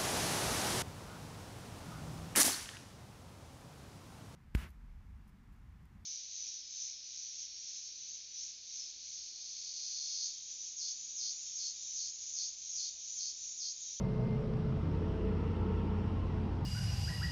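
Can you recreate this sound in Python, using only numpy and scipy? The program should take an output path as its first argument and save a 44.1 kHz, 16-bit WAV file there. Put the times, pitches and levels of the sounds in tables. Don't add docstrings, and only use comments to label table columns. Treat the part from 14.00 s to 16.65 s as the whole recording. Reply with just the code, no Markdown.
import sys
import numpy as np
from scipy import signal
from scipy.fft import rfft, irfft
from scipy.io import wavfile
from scipy.ndimage import uniform_filter1d

SR = 44100
rng = np.random.default_rng(int(sys.argv[2]) if len(sys.argv) > 2 else 0)


def transcribe(u):
    v = np.clip(np.atleast_2d(u).T, -1, 1)
    q = np.round(v * 32767).astype(np.int16)
    wavfile.write(sys.argv[1], SR, q)


N = 116865
T = np.arange(N) / SR

# time_s, height (0 bent down - 1 upright)
HEAD_HEIGHT = [(0, 0), (.55, 0.22), (.8, 0.31), (1.1, 0.68), (1.5, 0.83), (1.95, 0.81), (2.25, 0.5),
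               (2.5, 0.36), (2.65, 0.21)]

# multiple of the crank rate, down_db, upright_db
ENGINE_ORDERS = [(1, -50, -57.5), (4, -61, -55.5), (5, -52, -61), (7, -53, -53.5), (9, -53, -67.5),
                 (10, -60.5, -53), (12, -66.5, -52.5), (13, -70.5, -60), (14, -62.5, -61.5)]
# time_s, level_db
FIRING_LEVEL = [(0, -46.5), (.75, -47.5), (.87, -45), (1.0, -44), (1.22, -40), (1.45, -42.5), (1.54, -53),
                (1.61, -42), (1.68, -49), (1.74, -38.5), (2.04, -46), (2.11, -55), (2.17, -39), (2.32, -45),
                (2.65, -52.5)]
# time_s, level_db
THROB_LEVEL = [(0, -47.5), (.15, -43), (.7, -42), (.8, -43.5), (.96, -38.5), (1.02, -49), (1.14, -42),
               (1.22, -53), (1.38, -46.5), (2.2, -51.5), (2.65, -46)]
# time_s, level_db
FAN_LEVEL = [(0, -58), (.45, -57.5), (.65, -44.5), (.85, -37.5), (1.3, -40), (1.52, -36), (2.1, -37),
             (2.65, -39)]

# multiple of the pump rate, down_db, upright_db, flutter (0-1)
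PUMP_TONES = [(1, -45, -46.5, .25), (4, -67.5, -74, 0.98), (5, -71.5, -66, 0.5)]
# time_s, gain_db
PUMP_GAIN = [(0, 1.5), (.35, 4), (.76, -0.5), (.86, -13), (1.0, -3.5), (1.85, 3), (2.2, -5), (2.45, -0.5),
             (2.65, -20)]
# time_s, level_db
PUMP_SECOND_LEVEL = [(0, -49.5), (.15, -45), (.38, -46), (.52, -47), (.76, -46.5), (.85, -56.5),
                     (.98, -49.5), (1.15, -50.5), (1.25, -43.5), (1.36, -50), (1.52, -48.5), (1.67, -46),
                     (1.8, -47), (2.1, -50.5), (2.65, -55.5)]
PUMP_THIRD_LEVEL = [(0, -59), (.25, -56), (.35, -72.5), (.62, -72), (.7, -63), (.77, -74), (.98, -67.5),
                    (1.05, -57), (1.32, -61), (1.45, -71), (2.65, -63)]

# time_s, level_db
LOW_BOOM_LEVEL = [(0, -43.5), (.2, -37.5), (0.348, -39), (.55, -38), (.85, -42), (1.1, -51), (2.0, -61.5),
                  (2.3, -56), (2.5, -41.5), (2.65, -67)]
HIGH_BOOM_LEVEL = [(0, -38.5), (.45, -48), (.72, -56.5), (1.2, -56.5), (1.3, -39), (1.42, -46.5),
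                   (1.6, -58), (1.7, -37.5), (1.78, -47.5), (2.06, -41), (2.14, -58), (2.26, -51),
                   (2.32, -57.5), (2.65, -50)]
# time_s, level_db
LOW_RING_LEVEL = [(0, -71.5), (1.899, -72.5), (2.08, -62), (2.15, -62), (2.24, -51), (2.3, -75),
                  (2.65, -77)]
HIGH_RING_LEVEL = [(0, -84), (1.0, -74.5), (1.33, -66.5), (1.42, -60), (1.68, -62), (1.8, -64),
                   (1.98, -72.5), (2.65, -77)]
# time_s, pitch_hz
LOW_RING_PITCH = [(0, 943), (1.8, 980), (2.05, 1040), (2.17, 1073), (2.25, 1050), (2.65, 1040)]
HIGH_RING_PITCH = [(0, 1310), (1.3, 1315), (1.5, 1340), (1.68, 1305), (1.82, 1340), (2.65, 1310)]

# pitch_hz, down_db, upright_db, flutter (0-1)
MACHINE_HUMS = [(59.55, -48.5, -49.5, 0.2), (856.5, -79.5, -69, 1)]
# time_s, level_db
GEAR_LEVEL = [(0, -58.5), (.35, -61), (.48, -67), (.74, -72), (.87, -56.5), (1.3, -70), (1.48, -62.5),
              (1.8, -55.5), (2.12, -67), (2.24, -64), (2.4, -61), (2.65, -58.5)]
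# time_s, level_db
WHISTLE_LEVEL = [(0, -68), (.04, -66.5), (.26, -67.5), (.31, -62), (.355, -61), (.385, -76), (.72, -79),
                 (.85, -71.5), (.93, -72.5), (1.0, -84), (1.2, -80), (1.3, -72), (1.6, -78), (2.65, -79)]
# time_s, pitch_hz
WHISTLE_PITCH = [(0, 2095), (.9, 2092), (1.25, 2110), (2.65, 2104)]

# freq_hz, density_db (per Hz)
ROAR_DOWN = [(15,-83), (28,-78), (45,-62.5), (70,-74.5), (105,-60), (128,-55), (160,-64.5), (195,-63),
             (235,-64), (290,-77), (355,-69.5), (405,-78.5), (500,-71.5), (580,-75.5), (660,-77), (740,-79),
             (950,-83.5), (1080,-84), (1650,-94), (2800,-99), (3600,-102), (5600,-105), (6100,-113),
             (6500,-114), (7500,-121), (10200,-125), (13500,-136)]
ROAR_UP = [(15,-79.5), (28,-71.5), (45,-62), (70,-66), (103,-55.5), (125,-69), (160,-65.5), (190,-65),
           (240,-74), (275,-66.5), (360,-69.5), (440,-63.5), (570,-82.5), (670,-83.5), (730,-85.5),
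           (890,-81.5), (1180,-85.5), (1340,-83), (1650,-92), (1900,-90), (2250,-94.5), (2800,-89.5),
           (3600,-101), (4500,-105), (5600,-105.5), (6100,-112.5), (6500,-114), (7500,-121), (10200,-125),
           (13500,-137)]
# time_s, gain_db at the region's centre
LOWER_GAIN = [(0, 5.5), (.4, -9.5), (.7, -2.5), (.92, 13.5), (1.12, 4), (1.4, -1), (2.15, -2.5), (2.45, 7),
              (2.65, 1)]
MIDDLE_GAIN = [(0, 1.5), (.45, 3), (.7, -8.5), (1.0, -2), (1.3, 1), (1.9, -3), (2.2, -6), (2.65, -10)]
HOLLOW_GAIN = [(0, -1), (.36, 0.5), (.6, -1.5), (.85, 0.5), (.98, 9.5), (1.08, -1), (1.4, -0.5),
               (2.65, -4.5)]
UPPER_GAIN = [(0, -3), (.5, -7), (1.0, 0), (1.8, 4), (2.05, 5.5), (2.2, -0.5), (2.4, 2.5), (2.65, 3.5)]

CRANK_HZ, FAN_HZ, PUMP_HZ, GEAR_HZ = 26.55, 86.83, 216.1, 920.3
SPEED_WANDER = 0.00091
LOW_BOOM_HZ, HIGH_BOOM_HZ = 126.86, 187
FLUTTER_RATE_HZ, ROUGH_RATE_HZ, WANDER_RATE_HZ = 4.34, 14, 12
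ENGINE_FLUTTER, FAN_FLUTTER, GEAR_FLUTTER, WHISTLE_FLUTTER = .15, .031, .5, .12
SECOND_FLUTTER_DOWN, SECOND_FLUTTER_UP, THIRD_FLUTTER = .15, .9, .6
PATCHY_DB, PATCHY_RATE_HZ = 1.0, 13
CLATTER_FROM_HZ, CLATTER_DEPTH, CLATTER_SHARPNESS = 800, .19, 3.3
WEAK_FIRING_DB, FIRING_SPREAD_DB = 5, 2
SQUEEZE_BELOW_HZ, SQUEEZE_FROM_DB, SQUEEZE_SHARE = 400, -35, .47
SQUEEZE_WINDOW_S, BASS_MAKEUP_DB = .016, .88
CUTOFF_HZ = 14500


def from_db(db):
    return 10 ** (np.asarray(db) / 20)


def in_time(rows):
    return np.interp(T, *np.transpose(rows))


def at_hz(points, hz):
    f, db = np.transpose(points)
    return np.interp(np.log(hz + 1e-6), np.log(f), db)


def drift(rate_hz):
    pole = np.exp(-2 * np.pi * rate_hz * 40 / SR)
    noise = rng.standard_normal(N // 40 + 2002)
    slow = signal.lfilter([1], [1, -2 * pole, pole ** 2], noise)[2000:]
    return np.interp(np.arange(N) / 40, np.arange(len(slow)), slow / slow.std())


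def at_head(down_db, up_db):
    return from_db(down_db + (up_db - down_db) * in_time(HEAD_HEIGHT))


def tone(turns, flutter, rate_hz=FLUTTER_RATE_HZ):
    shake = 1 + flutter * (drift(rate_hz) + 1j * drift(rate_hz)) / np.sqrt(2)
    spin = np.exp(2j * np.pi * (turns + rng.random()))
    return np.sqrt(2 / (1 + flutter ** 2)) * np.real(shake * spin)


def engine(clock):
    orders = sum(at_head(down_db, up_db) * tone(round(multiple) * CRANK_HZ * clock, ENGINE_FLUTTER)
                 for multiple, down_db, up_db in ENGINE_ORDERS)
    firing = from_db(in_time(FIRING_LEVEL)) * tone(2 * CRANK_HZ * clock, ENGINE_FLUTTER)
    throb = from_db(in_time(THROB_LEVEL)) * tone(6 * CRANK_HZ * clock, ENGINE_FLUTTER)
    return orders + firing + throb


def fan(clock):
    return from_db(in_time(FAN_LEVEL)) * tone(FAN_HZ * clock, FAN_FLUTTER)


def pump(clock):
    hum = sum(at_head(down_db, up_db) * tone(round(multiple) * PUMP_HZ * clock, flutter)
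              for multiple, down_db, up_db, flutter in PUMP_TONES)
    roughness = SECOND_FLUTTER_DOWN + (SECOND_FLUTTER_UP - SECOND_FLUTTER_DOWN) * in_time(HEAD_HEIGHT)
    second = from_db(in_time(PUMP_SECOND_LEVEL)) * tone(2 * PUMP_HZ * clock, roughness, ROUGH_RATE_HZ)
    third = from_db(in_time(PUMP_THIRD_LEVEL)) * tone(3 * PUMP_HZ * clock, THIRD_FLUTTER)
    return from_db(in_time(PUMP_GAIN)) * hum + second + third


def air_booms(clock):
    out = 0
    for pitch_hz, wander_hz, flutter, level in [(LOW_BOOM_HZ, 6, .4, LOW_BOOM_LEVEL),
                                                (HIGH_BOOM_HZ, 4, .3, HIGH_BOOM_LEVEL)]:
        wander_turns = wander_hz * np.cumsum(drift(WANDER_RATE_HZ)) / SR
        out = out + from_db(in_time(level)) * tone(pitch_hz * clock + wander_turns, flutter)
    return out


def panel_rings():
    out = 0
    for pitch, wander_hz, flutter, level in [(LOW_RING_PITCH, 18, .9, LOW_RING_LEVEL),
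                                             (HIGH_RING_PITCH, 14, .9, HIGH_RING_LEVEL)]:
        hz = in_time(pitch) + wander_hz * drift(WANDER_RATE_HZ)
        out = out + from_db(in_time(level)) * tone(np.cumsum(hz) / SR, flutter, ROUGH_RATE_HZ)
    return out


def whines(clock):
    hums = sum(at_head(down_db, up_db) * tone(hz * clock, flutter)
               for hz, down_db, up_db, flutter in MACHINE_HUMS)
    gear = from_db(in_time(GEAR_LEVEL)) * tone(GEAR_HZ * clock, GEAR_FLUTTER, ROUGH_RATE_HZ)
    whistle_turns = np.cumsum(in_time(WHISTLE_PITCH)) / SR
    whistle = from_db(in_time(WHISTLE_LEVEL)) * tone(whistle_turns, WHISTLE_FLUTTER)
    return hums + gear + whistle


def clatter(clock):
    firings = 2 * CRANK_HZ * clock
    count = firings.astype(int)
    chance_db = FIRING_SPREAD_DB * rng.standard_normal(size=400)[count]
    strength = from_db(chance_db - WEAK_FIRING_DB * (count % 2))
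    swell = np.abs(np.sin(np.pi * firings)) ** (2 * CLATTER_SHARPNESS)
    gain = 1 + CLATTER_DEPTH * strength * swell
    return gain / np.sqrt(np.mean(gain ** 2))


def roar(clock):
    hz = np.arange(N // 2 + 1) * SR / N
    white = rfft(rng.standard_normal(N)) * np.sqrt(SR / 2)
    coloured = white * from_db((at_hz(ROAR_UP, hz) + at_hz(ROAR_DOWN, hz)) / 2)
    edges = 14 * 2 ** (np.arange(61) / 6)
    swells = [(300, .14, in_time(LOWER_GAIN)), (456, .19, in_time(MIDDLE_GAIN)),
              (575, .066, in_time(HOLLOW_GAIN)), (870, .14, in_time(UPPER_GAIN))]
    pulsing = clatter(clock)
    from_halfway = in_time(HEAD_HEIGHT) - .5
    out = 0
    for low, high in zip(edges, edges[1:]):
        centre = np.sqrt(low * high)
        tilt_db = from_halfway * (at_hz(ROAR_UP, centre) - at_hz(ROAR_DOWN, centre))
        swell_db = sum(gain_db * np.exp(-.5 * (np.log2(centre / at) / width) ** 2)
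                       for at, width, gain_db in swells)
        band_db = tilt_db + PATCHY_DB * drift(PATCHY_RATE_HZ) + swell_db
        band = from_db(band_db) * irfft(coloured * ((hz >= low) & (hz < high)), N)
        out = out + band * (pulsing if centre > CLATTER_FROM_HZ else 1)
    return out


def scene():
    clock = np.cumsum(1 + SPEED_WANDER * drift(2.1)) / SR
    machine = engine(clock) + fan(clock) + pump(clock)
    cab = air_booms(clock) + panel_rings()
    return (machine + cab + whines(clock) + roar(clock))[None]


def record(dry):
    lowpass = signal.butter(2, SQUEEZE_BELOW_HZ, fs=SR, output="sos")
    bass = signal.sosfiltfilt(lowpass, dry)
    window = int(SQUEEZE_WINDOW_S * SR)
    level_db = 10 * np.log10(uniform_filter1d(bass ** 2, window) + 1e-12)
    excess_db = np.maximum(level_db - SQUEEZE_FROM_DB, 0)
    cut_db = uniform_filter1d(SQUEEZE_SHARE * excess_db, window)
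    evened = dry - bass + bass * from_db(BASS_MAKEUP_DB - cut_db)
    top_cut = signal.cheby2(12, 60, CUTOFF_HZ, fs=SR, output="sos")
    return signal.sosfilt(top_cut, evened)


dry = scene()
out = record(dry)
transcribe(out)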